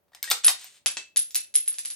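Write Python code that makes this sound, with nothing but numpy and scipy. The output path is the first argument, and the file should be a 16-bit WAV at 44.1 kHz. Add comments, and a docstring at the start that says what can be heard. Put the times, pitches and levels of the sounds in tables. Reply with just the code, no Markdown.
"""A bare basement. Close to the microphone, a pistol slide is pulled back and let go.
Its steel parts click, rub and slam, ringing the slide and frame; the frame jolts in the hand.
An empty cartridge case is flicked out, lands on the hard floor and bounces ever faster.
Each contact is a sharp tick, a ring near 10 kHz that throbs as the case tumbles, and a short
wash of room. Faint room tone and a thin hum lie underneath."""
import sys
import numpy as np
from scipy import signal
from scipy.fft import rfft, irfft
from scipy.io import wavfile

SR = 44100
rng = np.random.default_rng(int(sys.argv[2]) if len(sys.argv) > 2 else 0)


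def unload_wav(signal):
    """Save mono or channel-first audio to the path in sys.argv[1] as 16-bit WAV at rate SR, clipped to [-1, 1]."""
    wavfile.write(
        sys.argv[1],
        SR,
        np.round(np.clip(np.atleast_2d(signal).T, -1, 1) * 32767).astype(np.int16),
    )


N = 85995

# Room tone spectrum. Each row: frequency in Hz, relative density in dB.
ROOM_TONE_COLOUR = [(30, -39), (70, -6.5), (125, -8.5), (280, -11), (400, -8.5), (600, -12), (1000, -17),
                    (3000, -26.5), (8000, -32.5), (16000, -24.5)]
# Basement reverberation. Each row: band centre in Hz, T60 in seconds.
ROOM_DECAY = [(150, 0.26), (700, 0.2), (2500, 0.26), (6000, 0.23), (10000, 0.21), (15000, 0.08)]
# First reflections. Each row: delay in seconds, level in dB.
WALL_ECHOES = [(.0052, -11), (.0068, -13), (0.0138, -11)]
# Frame and spring knocks. Each row: start in seconds, level in dB, pitch in Hz, T60 in seconds.
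FRAME_KNOCKS = [(0.134, -51.5, 1837, 0.049), (0.15, -58.5, 886, 0.041), (0.172, -50, 2020, 0.024),
                (.2285, -34.5, 2210, 0.052), (0.2406, -36, 1612, 0.065), (0.2756, -35.5, 1868, 0.075),
                (.3135, -21.5, 1338, 0.02), (0.315, -38.5, 475, 0.041), (.3170, -33, 834, 0.045),
                (.4810, -33.5, 755, 0.078), (0.4803, -47, 937, 0.055)]
# Slide clicks and slams. Each row: start in seconds, level in dB, bass and top shelves in dB,
# chatter decay in ms, steel ring in dB relative to the level.
SLIDE_BLOWS = [(0.081, -69.5, 26, -14, 6, -6), (.1190, -63.5, 31, 1, 9, -10), (.1325, -54, 13, 1, 8.7, 0),
               (.1485, -33.5, 2, -1, 2.1, -16.5), (.1730, -61, 9, -12, 0.33, -16),
               (.2279, -16.5, -33, 8.5, 1.7, -23), (.2411, -20.5, -22.5, -8, 2, -14),
               (.2774, -33, -2.5, -30, 1.1, -6), (.3014, -25, -23, 21.5, 1.3, 10),
               (.3075, -13.5, -12.5, 0, 4.4, 0.5), (.3133, -6.5, -3, -32, 2.5, -19.5),
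               (.3169, -9, -11, 5.5, 0.44, -22), (.4457, -7.5, -38, -37, 0.41, -24.5),
               (.4808, -6.5, -3.5, -11.5, 0.88, -13), (.4821, -11.5, 3.5, -9.5, 1.6, -11.5),
               (.4940, -22, 8.5, -5.5, 5.7, -25.5), (.5015, -20, -0.5, 10, 4.3, -14),
               (.5950, -37, -17, -9, 7.5, -19), (.6120, -36, 1, 1, 4, -20), (.6336, -37.5, -7, -30, 6, -30),
               (.6433, -42, 10.5, 19, 3.3, -32)]
# Slide and frame modes. Each row: frequency in Hz, relative level in dB, T60 in seconds.
STEEL_MODES = [(815, -18, 0.24), (1340, -14.5, 0.07), (1790, -6, 0.053), (2840, -1.5, 0.27),
               (3478, -1, 0.23), (3690, 30.5, .06), (3870, -15, .1), (4530, 14.5, 0.16), (4420, 14, 0.047),
               (5020, -2, .09), (5700, 4.5, 0.041), (8104, 21, 0.3)]
# Slide click spectrum. Each row: frequency in Hz, relative density in dB.
CLICK_COLOUR = [(60, -26.5), (250, -38), (450, -16.5), (750, -1), (1500, -2.5), (2500, -0.5), (4500, 4),
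                (6500, -0.5), (9000, 0.5), (10800, -14.5), (12500, -1), (14200, -1.5), (15500, -17),
                (17000, -28)]
# The slide rubs on its rails and settles in the hand.
# Each row: start and length in seconds, level in dB, bass and top shelves in dB.
SLIDE_RUBS = [(0.235, 0.068, -42.5, -9, -14), (0.431, 0.077, -30, -5, -23), (0.567, 0.13, -48.5, -10, -13),
              (0.661, .14, -58, -6, -6)]
# Rubbing spectrum. Each row: frequency in Hz, relative density in dB.
FRICTION_COLOUR = [(60, -40), (250, -11), (600, -6), (1500, 1.5), (3500, 6), (5500, 0), (9000, 5.5),
                   (10800, -27.5), (12500, 2), (14200, -1.5), (15500, -33), (17000, -45)]
# Blows that eject the case. Each row: start in seconds, ring level in dB.
EJECT_BLOWS = [(0.4458, -11.5), (0.4632, -9.5)]
# Case on the floor. Each row: start in seconds, then tick level, bass shelf, top shelf,
# hollow note level and ring level, all in dB.
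CASE_BOUNCES = [(.8600, -11, 12.5, -23, -39.5, -19.5), (0.9696, -20, 15.5, -18, -37, -50),
                (1.1608, -18, 5.5, -19, -60, -29.5), (1.1696, -13.5, -13, -41, -66, -12.5),
                (1.3073, -34, -9, 11, -73, -63), (1.3463, -17.5, -32, 15.5, -48, -48),
                (1.3551, -15, 0.5, 8, -48, -19), (1.5403, -26.5, -4, -16, -67, -29),
                (1.5533, -15, -4.5, -27, -73, -12), (1.621, -72, 0, -9, -58, -51),
                (1.6600, -37, -1, -6, -79, -61), (1.6772, -25.5, 5.5, 8, -56, -17.5),
                (1.7205, -39.5, 12, -27, -59, -43), (1.742, -32, -3, -28, -67, -60),
                (1.7842, -23, 1.5, 4, -80, -28.5), (1.85, -27, 5, -28, -73, -28),
                (1.8571, -26.5, -5, -29, -74, -30.5), (1.902, -26.5, -8.5, -54, -69, -31),
                (1.9106, -34.5, 9, -25, -70, -35)]
# Floor tick spectrum. Each row: frequency in Hz, relative density in dB.
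FLOOR_COLOUR = [(60, -68), (180, -28), (420, -20.5), (750, -18), (1300, -13.5), (1900, -5.5), (2800, -1.5),
                (4200, 1.5), (6000, 2.5), (8200, 1.5), (9400, -8), (11000, -16.5), (12600, -10.5),
                (14500, -8.5), (16500, -40)]
# Air in the open case. Each row: offset from HOLLOW_HZ in Hz, level in dB, T60 in seconds.
HOLLOW_MODES = [(0, 0, .24), (34, -6, .19), (-45, -8, .15)]
# Case mouth modes. Each row: offset from CASE_HZ in Hz, level in dB, T60 in seconds.
MOUTH_MODES = [(5, 4.5, 0.12), (-27, -3.5, 0.22), (-130, 5.5, 0.077)]

CASE_HZ, HOLLOW_HZ = 10046, 2625
BASS_SHELF_HZ, TOP_SHELF_HZ = 1500, 11370
SLIDE_SPOT = dict(pan_db=2, lag_ms=-0.021)  # left channel against right
FLOOR_SPOT = dict(pan_db=1.2, lag_ms=-0.037)
FFT_SIZE = 8192
BLOW_GAIN = np.sqrt(SR / 2000)  # unit energy to that of 1 ms of a full-scale sine


def amp(db):
    """Decibels to gain."""
    return 10 ** (np.asarray(db) / 20)


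def unit_energy(x):
    """Scale to an energy of one."""
    return x / np.sqrt(np.sum(x ** 2) + 1e-18)


def colour_gain(colour, hz):
    """Gain of a spectrum table, interpolated over log frequency."""
    points_hz, points_db = np.array(colour, float).T
    return amp(np.interp(np.log(hz + 1), np.log(points_hz), points_db))


def add(track, start_s, sound):
    """Mix a sound into a track."""
    i = max(int(round(start_s * SR)), 0)
    track[i:i + len(sound)] += sound[:max(N - i, 0)]


def bandpass(x, low_hz, high_hz, order=2):
    """Butterworth band-pass."""
    return signal.sosfilt(signal.butter(order, [low_hz, high_hz], "band", fs=SR, output="sos"), x)


def coloured(x, colour, bass_db, top_db):
    """Filter by a normalised spectrum and two shelves."""
    hz = np.fft.rfftfreq(FFT_SIZE, 1 / SR)
    gain = colour_gain(colour, hz)
    gain /= np.sqrt(np.mean(gain ** 2))
    bass = 1 / (1 + (hz / BASS_SHELF_HZ) ** 2)
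    top = (1 + np.tanh((hz - TOP_SHELF_HZ) / 700)) / 2
    cepstrum = irfft(np.log(gain * amp(bass_db * bass + top_db * top)))
    cepstrum[1:FFT_SIZE // 2] *= 2  # fold to minimum phase
    cepstrum[FFT_SIZE // 2 + 1:] = 0
    return signal.fftconvolve(x, irfft(np.exp(rfft(cepstrum))))


def contact(chatter_ms, grit_db):
    """A pulse smeared by brief surface chatter, nearly flat in spectrum."""
    t = np.arange(FFT_SIZE // 8) / SR
    chatter = rng.standard_normal(len(t)) * np.exp(-t * 1000 / chatter_ms)
    force = amp(grit_db) * unit_energy(chatter)
    force[0] += 1
    spectrum = rfft(np.roll(force, 12))
    whitened = irfft(spectrum / np.abs(spectrum) ** 0.85)
    return unit_energy(whitened[:FFT_SIZE // 10])


def ring(modes, base_hz=0):
    """Struck modes as decaying sines, offset by base_hz."""
    t = np.arange(SR // 2) / SR
    return sum(amp(db - 60 * t / t60_s) * np.sin(2 * np.pi * (base_hz + hz) * t)
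               for hz, db, t60_s in modes)


def basement(gap_s=0.00068, build_s=0.00237, alike_hz=1400):
    """Stereo response: near walls and a dense tail, partly alike on both sides in the bass."""
    t = np.arange(SR * 3 // 4) / SR
    hz = np.fft.rfftfreq(len(t), 1 / SR)
    mid, side = rfft(rng.standard_normal((2, len(t))))
    alike = 0.4 / (1 + (hz / alike_hz) ** 2)
    spectra = mid * np.sqrt(1 + alike) + np.array([side, -side]) * np.sqrt(1 - alike)
    log_centres = np.log([centre_hz for centre_hz, _ in ROOM_DECAY])
    tail = 0
    for band, (_, t60_s) in zip(np.eye(len(ROOM_DECAY)), ROOM_DECAY):
        weight = np.interp(np.log(hz + 1), log_centres, band)
        tail += irfft(spectra * weight, len(t)) * amp(-60 * t / t60_s)
    build = 1 - np.exp(-np.maximum(t - gap_s, 0) / build_s)
    response = np.sqrt(2) * unit_energy(tail * build)
    for delay_s, db in WALL_ECHOES:
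        for channel in response:
            channel[int(delay_s * SR) + rng.integers(0, 6)] += amp(db)
    return response


def in_room(x, room_db, pan_db, lag_ms):
    """Direct stereo sound plus a fresh basement response."""
    khz = np.fft.rfftfreq(2 * N, 1000 / SR)
    shifted = irfft(rfft(x, 2 * N) * np.exp(-2j * np.pi * khz * lag_ms))[:N]
    direct = np.array([shifted * amp(pan_db / 2), x * amp(-pan_db / 2)])
    return direct + amp(room_db) * signal.fftconvolve(x[None], basement(), axes=1)[:, :N]


def room_tone(mid_db=-76, hum_db=-82, hum_hz=580):
    """Faint, wide noise with a thin hum."""
    gain = colour_gain(ROOM_TONE_COLOUR, np.fft.rfftfreq(N, 1 / SR))
    mid, side = irfft(rfft(rng.standard_normal((2, N))) * gain, N)
    hum = amp(hum_db) * np.sin(2 * np.pi * hum_hz * np.arange(N) / SR)
    return amp(mid_db) * (mid + 0.88 * np.array([side, -side])) / mid.std() + hum


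def hand_thump(start_s=0.457, gain_db=-50, pitch_hz=125, decay_s=0.025):
    """The frame jolts dully in the hand as the slide runs home."""
    age = np.maximum(np.arange(N) / SR - start_s, 0) / decay_s
    envelope = np.minimum(10 * age, 1) * np.exp(-age)
    rumble = bandpass(rng.standard_normal(N), pitch_hz / 3, pitch_hz * 2)
    return amp(gain_db) * envelope * rumble / rumble.std()


def frame_knocks():
    """Short, hollow resonances of frame and spring under the slide's blows."""
    knocks = np.zeros(N)
    for start_s, db, hz, t60_s in FRAME_KNOCKS:
        add(knocks, start_s, ring([(hz, db, t60_s), (hz * 1.4, db - 28, t60_s / 2)]))
    return in_room(bandpass(knocks, 300, 3000), room_db=-1.5, **SLIDE_SPOT)


def slide(grain_spread_db=5):
    """Steel parts click, rub and slam; each blow rings the slide and frame."""
    track = np.zeros(N)
    steel = unit_energy(ring(STEEL_MODES))
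    flat = [(30, 0), (20000, 0)]
    for start_s, db, bass_db, top_db, chatter_ms, ring_db in SLIDE_BLOWS:
        click = coloured(contact(chatter_ms, grit_db=21.5), CLICK_COLOUR, bass_db, top_db)
        clang = amp(ring_db) * coloured(steel, flat, bass_db, 0)
        add(track, start_s, BLOW_GAIN * amp(db) * click)
        add(track, start_s, BLOW_GAIN * amp(db) * clang)
    for start_s, length_s, db, bass_db, top_db in SLIDE_RUBS:
        noise, grain_size = rng.standard_normal((2, FFT_SIZE))
        rub = (noise * amp(grain_spread_db * grain_size))[:int(length_s * SR)]
        rub = rub / rub.std() * signal.windows.tukey(len(rub), 0.4)
        add(track, start_s, amp(db) * coloured(rub, FRICTION_COLOUR, bass_db, top_db))
    return in_room(track, room_db=-4.5, **SLIDE_SPOT)


def floor_ticks():
    """Each bounce gives a hard tick and faintly sounds the air in the case."""
    ticks, notes = np.zeros((2, N)), np.zeros(N)
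    hollow = ring(HOLLOW_MODES, HOLLOW_HZ)
    for start_s, db, bass_db, top_db, hollow_db, _ in CASE_BOUNCES:
        pulse = contact(chatter_ms=0.88, grit_db=15)
        tick = np.zeros(N)
        add(tick, start_s, BLOW_GAIN * amp(db) * coloured(pulse, FLOOR_COLOUR, bass_db, top_db))
        add(notes, start_s, amp(hollow_db) * hollow)
        ticks += in_room(tick, room_db=-1, **FLOOR_SPOT)  # new landing point, new reverberation
    return ticks + in_room(notes, room_db=-8, **FLOOR_SPOT)


def case_ring(swell_s=0.0021, fly_off_s=0.046, room_db=-9, left_phase_rad=-2.376):
    """The case mouth rings on ejection and at each bounce; tumbling adds throb and flutter."""
    track = np.zeros(N)
    note = signal.hilbert(ring(MOUTH_MODES, CASE_HZ))
    t = np.arange(len(note)) / SR
    swell = 1 - np.exp(-t / swell_s)
    blows = [(start_s, db, np.exp(-t / fly_off_s)) for start_s, db in EJECT_BLOWS]
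    blows += [(start_s, db, 1) for start_s, *_, db in CASE_BOUNCES]
    for start_s, db, fade in blows:
        throb_hz, flutter_hz = np.array([23, 125.3]) * amp(2 * rng.standard_normal(2))
        throb = 1 - 0.5 * np.sin(np.pi * throb_hz * t) ** 2
        flutter_rad = 0.55 * np.sin(2 * np.pi * flutter_hz * t)
        ping = np.real(note * np.exp(1j * flutter_rad))
        add(track, start_s, amp(db) * ping * throb * fade * swell)
    track += amp(room_db) * signal.fftconvolve(track, basement()[0])[:N]
    analytic = signal.hilbert(track, 2 * N)[:N]
    stereo = np.real([analytic * np.exp(1j * left_phase_rad), analytic])
    return bandpass(stereo, CASE_HZ - 550, CASE_HZ + 550, order=3)


def scene():
    """Pistol and bouncing case over room tone."""
    return slide() + frame_knocks() + hand_thump() + floor_ticks() + case_ring() + room_tone()


def record(dry):
    """The microphone cuts the top above 16.8 kHz."""
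    return signal.sosfilt(signal.ellip(8, 0.2, 70, 16800, fs=SR, output="sos"), dry)


dry = scene()
out = record(dry)
unload_wav(out)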